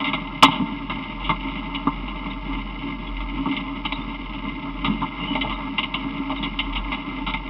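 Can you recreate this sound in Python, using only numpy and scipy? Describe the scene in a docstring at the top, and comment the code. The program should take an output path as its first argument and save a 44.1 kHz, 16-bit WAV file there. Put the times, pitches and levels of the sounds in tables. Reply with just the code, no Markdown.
"""Tyres rumble over rough asphalt and shake the frame of an open multi-seat cart. The frame is a resonator:
rolling, chattering joints and single thuds, knocks and clanks all excite the same modes, heard through a small
camera riding on it. One hard bang overloads the microphone. Beneath this the camera's mount shudders at a low
pitch, loose bits rattle, a dry joint chirps now and then, air brushes the microphone and the camera ticks
faintly."""
import sys
import numpy as np
from scipy import signal
from scipy.fft import rfft, irfft, next_fast_len
from scipy.io import wavfile
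from scipy.ndimage import map_coordinates

SR = 44100
rng = np.random.default_rng(int(sys.argv[2]) if len(sys.argv) > 2 else 0)


def digitize_waveform(pressure):
    """Quantize a signal to 16-bit integers and store it at the path in sys.argv[1].

    Rows of a 2-D input are taken as channels; values are limited to [-1, 1].
    """
    field = np.atleast_2d(pressure).T
    bounded = np.clip(field, -1, 1)
    quanta = np.round(bounded * 32767).astype(np.int16)
    wavfile.write(sys.argv[1], SR, quanta)


N = 330309
TIME = np.arange(N) / SR
SIZE = next_fast_len(N + SR // 2, real=True)
HZ = np.fft.rfftfreq(SIZE, 1 / SR)
MIC_HZ = 5370  # upper band edge of the microphone


def rolling(rumble_db=2.5, grit_db=-2.5, chatter_db=-5):
    """Forced vibration: the tyres drum on the asphalt, and the shaking keeps every joint chattering."""
    # how hard the road shakes the cart: t/s, level/dB
    road = [(0.0, -28.5), (0.23, -35.5), (2.13, -35), (2.8, -36.5), (3.4, -36), (4.63, -36.5), (5.44, -33),
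            (5.59, -31), (5.78, -35.5), (6.32, -35), (6.55, -34.5), (7.15, -34.5), (7.32, -40), (7.49, -36)]
    road_db, = curves(road)
    mean_db = road_db.mean()
    extra_db = road_db - mean_db
    soft, medium, hard = frame(damping=1.0)
    bumps = wobble(22)  # unevenness of the road, felt by all parts
    tyre_force = rng.standard_normal(N) * amp(2.0 * bumps)
    grit_force = grains(2500, spread_db=0.5) * amp(0.85 * bumps + 0.37 * wobble(45))
    joint_force = grains(2200, spread_db=1.0) * amp(1.6 * bumps + 0.77 * wobble(40))
    # each layer grows with the shaking at its own slope
    rumble = amp(rumble_db + 0.6 * extra_db) * unit(filtered(tyre_force, soft))
    grit = amp(grit_db + extra_db) * unit(filtered(grit_force, medium))
    chatter = amp(chatter_db + 0.75 * extra_db) * unit(filtered(joint_force, hard))
    return amp(mean_db) * (rumble + grit + chatter)


def frame(damping, thud_hz=477, clank_hz=1739):
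    """Modal response to soft, medium and hard contacts: the harder the contact, the higher the band."""
    # resonances of the frame at the camera: f/Hz, bandwidth/Hz at damping 1, relative level/dB
    modes = [(132, 37, -9.5), (169, 14, -6), (210.6, 35, -6.5), (276.9, 22.5, -0.5), (341, 47, -17),
             (465, 70, -24.5), (620, 43.6, -13.5), (801, 42, -19), (898.7, 49, -7.5), (1047.3, 40, -8.5),
             (1165, 66, -12.5), (1277, 51, -14.5), (1369, 44, -18.5), (1648, 57.6, -24), (2095.6, 81.5, -7),
             (2272, 120, -16), (2496, 150, -22.5), (2797, 140, -15.5), (2940, 13, -13), (3038, 140, -20),
             (3394, 62, -21.5), (3640, 84, -27.5), (3782, 100, -26.5), (4930, 2000, -47.5)]
    power = sum(amp(db) ** 2 / (1 + 1.8 * ((HZ - hz) / (width * damping)) ** 2) ** 2
                for hz, width, db in modes)
    gain = np.sqrt(power) * below(MIC_HZ, order=20) * (1 - below(93, order=3))
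    low, not_high = below(thud_hz, order=6), below(clank_hz, order=8)
    return [causal(gain * band) for band in (low, not_high * (1 - low), 1 - not_high)]


def jolt(rings, start, contact, own_hz, levels, strike, settle_s, linger_s, linger_db, own_db, own_q):
    """Convolution: a part strikes, buzzes and settles; its force drives the low, middle and high rings."""
    t = np.arange(SR // 4) / SR
    after = np.maximum(t - contact, 0)
    buzz = np.exp(-0.6 * t / contact - after / settle_s) + amp(linger_db) * np.exp(-after / linger_s)
    force = buzz * rng.standard_normal(len(t))
    force[0] += strike  # the first touch is one clean impulse
    own = signal.lfilter(*signal.iirpeak(own_hz, own_q, SR), force)  # the part's own resonance
    bite = signal.lfilter(*signal.iirpeak(3600, 4.0, SR), force)  # bare steel is brighter than tyre grit
    force = force + amp(own_db) * own + amp(1) * bite
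    out = np.zeros(N + SR)
    for ring, db in zip(rings, levels):
        blow = signal.fftconvolve(force, ring)[:len(t)]
        attack = blow[:int((contact + 0.012) * SR)]
        out[max(round(start * SR), 0):][:len(t)] += amp(db) * blow / np.std(attack)
    return out[:N]


def thuds(rings, middle_db=-15, high_db=-24):
    """Cushioned impact: the tyres soften the blow, so mainly the low modes ring."""
    # a wheel drops into a dip: t/s, contact time/s, relative level/dB, f/Hz
    dips = [(0.598, 0.038, -20, 239.5), (0.72, 0.019, -29, 273), (2.493, 0.013, -29.5, 300),
            (3.379, 0.023, -27.5, 278), (3.47, 0.031, -22, 273), (4.88, 0.067, -21.5, 215),
            (5.305, 0.016, -24, 282), (6.045, 0.027, -27.5, 206), (6.2, 0.03, -29.5, 290)]
    return sum(jolt(rings, start, contact, hz, (db, db + middle_db, db + high_db), strike=22.0,
                    settle_s=0.007, linger_s=0.04, linger_db=-24, own_db=10.0, own_q=9.9)
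               for start, contact, db, hz in dips)


def knocks(rings, high_db=-17):
    """Blunt impact: the middle modes of the chassis ring hollow, with a thump beneath."""
    # chassis knocks, the first three being the hard bang and its rebounds:
    # t/s, contact time/s, relative level/dB, f/Hz, thump re knock/dB
    blows = [(0.43, 0.0073, -4, 1160, -15), (0.452, 0.0097, -20.5, 1020, -6.5),
             (0.482, 0.0064, -20, 1010, -4), (1.293, 0.023, -20.5, 1150, -6.5),
             (1.87, 0.011, -19.5, 1090, 2), (3.457, 0.021, -27.5, 1150, 4.5),
             (5.017, 0.026, -24.5, 1120, -3), (5.351, 0.03, -28.5, 630, -0.5), (5.442, 0.02, -29, 630, 0),
             (6.294, 0.037, -29, 660, 1)]
    return sum(jolt(rings, start, contact, hz, (db + thump_db, db, db + high_db), strike=4.3,
                    settle_s=0.007, linger_s=0.037, linger_db=-23.5, own_db=12.0, own_q=3.4)
               for start, contact, db, hz, thump_db in blows)


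def clanks(rings, low_db=-4.5):
    """Hard impact: steel on steel excites the high modes; a heavier part moves the lower ones too."""
    # loose steel parts strike, the loudest opening the hard bang:
    # t/s, contact time/s, relative level/dB, f/Hz, body re clank/dB
    blows = [(0.002, 0.015, -29, 2070, -4.5), (0.042, 0.045, -24.5, 2100, -8.5),
             (0.132, 0.019, -23.5, 2100, -2), (0.425, 0.016, -9.5, 3050, -2.5),
             (0.449, 0.0098, -16, 3750, -11), (0.509, 0.06, -31, 3180, 1), (0.896, 0.027, -28, 1950, -0.5),
             (1.243, 0.04, -32, 3300, -12), (1.293, 0.018, -21.5, 2090, -3.5),
             (1.746, 0.014, -29, 2870, -6), (2.08, 0.0088, -34, 2830, 0), (3.204, 0.011, -36, 2070, -2),
             (3.512, 0.025, -29.5, 2100, -4.5), (3.565, 0.016, -28, 3380, -16),
             (3.851, 0.012, -25.5, 3110, -3), (3.922, 0.006, -25, 3830, -3.5),
             (4.845, 0.026, -25, 1270, -1), (5.351, 0.012, -26.5, 2100, -14.5),
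             (5.41, 0.012, -22.5, 3160, -15), (5.495, 0.037, -32, 1150, 0.5),
             (5.782, 0.015, -20, 3050, -6.5), (5.83, 0.014, -25, 3020, -7.5),
             (5.939, 0.014, -24, 3010, -5.5), (6.428, 0.026, -28, 3520, -7),
             (6.589, 0.016, -21.5, 3040, -13), (6.753, 0.028, -27.5, 2870, -4.5),
             (6.918, 0.028, -26, 2450, -3), (7.265, 0.046, -29.5, 1395, 0), (7.337, 0.011, -24, 2070, -4)]
    return sum(jolt(rings, start, contact, hz, (db + body_db + low_db, db + body_db, db), strike=4.0,
                    settle_s=0.0088, linger_s=0.053, linger_db=-18.5, own_db=4.0, own_q=8.6)
               for start, contact, db, hz, body_db in blows)


def shudder(hz=44.3, waver_hz=1.3, flutter_db=1.1):
    """Resonance: the camera's mount hums at a low pitch, swelling and fading as the road feeds it."""
    # strength of the mode: t/s, level/dB
    swells = [(0.0, -52), (0.25, -37), (0.52, -42.5), (0.96, -36), (1.0, -48), (1.21, -32.5), (1.81, -37),
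              (1.96, -31), (2.33, -36.5), (2.52, -31), (2.94, -39), (3.21, -28.5), (3.42, -33), (3.52, -54),
              (3.59, -36), (4.55, -36), (4.63, -46.5), (4.71, -33.5), (5.03, -36.5), (5.07, -43),
              (5.51, -31.5), (5.74, -42), (6.07, -37), (6.13, -41.5), (6.8, -28.5), (7.05, -43.5),
              (7.26, -32), (7.49, -37.5)]
    level_db, = curves(swells)
    phase = 2 * np.pi * np.cumsum(hz + waver_hz * wobble(28)) / SR
    return amp(level_db + flutter_db * wobble(18)) * unit(np.sin(phase))


def rattles(per_second=28, level_db=-44, spread_db=2.8, settle_s=0.0095):
    """Poisson process: small loose bits tap the frame at independent, random times."""
    _, medium, hard = frame(damping=1.2)
    hits = rng.random(N) < per_second / SR
    taps = hits * amp(spread_db * np.clip(rng.standard_normal(N), -2, 2))
    buzz = signal.lfilter([1], [1, -np.exp(-1 / (settle_s * SR))], taps)
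    return amp(level_db) * unit(filtered(buzz * rng.standard_normal(N), hard + 0.51 * medium))


def chirps(flutter_db=2.5):
    """Stick-slip friction: a dry joint grips and lets go in short, scraping squeaks."""
    # squeaks of the joint: t/s, duration/s, f/Hz, level/dB
    squeaks = [(2.3, 0.02, 3690, -39.5), (3.066, 0.031, 3400, -41.5), (3.925, 0.042, 3770, -38.5),
               (4.006, 0.025, 3600, -43.5), (5.194, 0.074, 2800, -34), (5.262, 0.09, 2985, -33),
               (5.532, .035, 3710, -44), (6.371, 0.026, 3660, -39.5), (6.425, 0.028, 3340, -31)]
    out = np.zeros(N)
    waver = 1 + 0.026 * wobble(700)
    grip = amp(flutter_db * wobble(180))
    for start, length, hz, db in squeaks:
        on = slice(round(start * SR), round((start + length) * SR))
        phase = 2 * np.pi * np.cumsum(hz * waver[on]) / SR
        tone = unit(grip[on] * np.sin(phase))
        out[on] += amp(db) * tone * signal.windows.tukey(len(tone), 0.5)
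    return out


def air(level_db=-52.5, gust_db=0.5):
    """Flow noise: the light wind of the ride flutters on the microphone."""
    # spectrum of the wind: f/Hz, relative spectral level/dB
    spectrum = [(20, -8.5), (70, 2.5), (150, -0.5), (400, -14.5), (1500, -23), (4000, -23.5), (5400, -25),
                (6300, -40)]
    hz, db = np.transpose(spectrum)
    colour = amp(np.interp(np.log(HZ + 1), np.log(hz), db)) * below(MIC_HZ, order=24)
    return amp(level_db + gust_db * wobble(5.5)) * unit(filtered(rng.standard_normal(N), colour))


def ticking(rate_hz=57.6, level_db=-69):
    """Periodic impulse train: a faint electrical ticking in the camera."""
    pulses = np.diff(np.floor(TIME * rate_hz), prepend=0)
    band = below(MIC_HZ, order=20) * (1 - below(1300, order=2))
    return amp(level_db) * unit(filtered(pulses, band))


def grains(per_second, spread_db):
    """Shot noise: tiny impacts at random times and of random sizes, rms 1."""
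    sizes = rng.standard_normal(N) * amp(spread_db * rng.standard_normal(N))
    return unit(sizes * (rng.random(N) < per_second / SR))


def wobble(rate):
    """Random modulation: a smooth curve through rate knots a second."""
    return map_coordinates(rng.standard_normal(int(N * rate / SR) + 4), [TIME * rate])


def curves(rows):
    """Linear interpolation: one value per sample for each column after the time."""
    times, *columns = np.transpose(rows)
    return [np.interp(TIME, times, column) for column in columns]


def causal(gain):
    """Minimum phase: a response of this shape that rings only once struck and keeps white noise's power."""
    cepstrum = irfft(np.log(np.maximum(unit(gain), 1e-5)), SIZE)
    cepstrum[1:SIZE // 2] *= 2
    cepstrum[SIZE // 2 + 1:] = 0
    return np.exp(rfft(cepstrum))


def below(edge_hz, order):
    """Gain of a maximally flat low-pass."""
    return 1 / np.sqrt(1 + (HZ / edge_hz) ** (2 * order))


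def filtered(x, response):
    """Linear filtering: the spectrum of x times a frequency response."""
    return irfft(rfft(x, SIZE) * response, SIZE)[:N]


def amp(db):
    """Decibels to amplitude ratio."""
    return 10 ** (np.asarray(db) / 20)


def unit(x):
    """Normalisation to rms 1."""
    return x / np.sqrt(np.mean(x ** 2) + 1e-20)


def scene():
    """Superposition: all sources add at the one microphone, with no room around it."""
    # impulse responses of the frame; a blow widens its resonances
    rings = [irfft(response, SIZE)[:SR // 8] for response in frame(damping=1.13)]
    blows = thuds(rings) + knocks(rings) + clanks(rings)
    return (rolling() + amp(-0.5) * blows + rattles() + shudder() + chirps() + air() + ticking())[None]


def record(dry, ceiling=0.7, top_hz=16200):
    """Saturation: the input clips on the hardest bang, and a low-pass limits the band."""
    clipped = np.clip(dry, -ceiling, ceiling)
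    return signal.sosfiltfilt(signal.butter(12, top_hz, fs=SR, output="sos"), clipped)


dry = scene()
out = record(dry)
digitize_waveform(out)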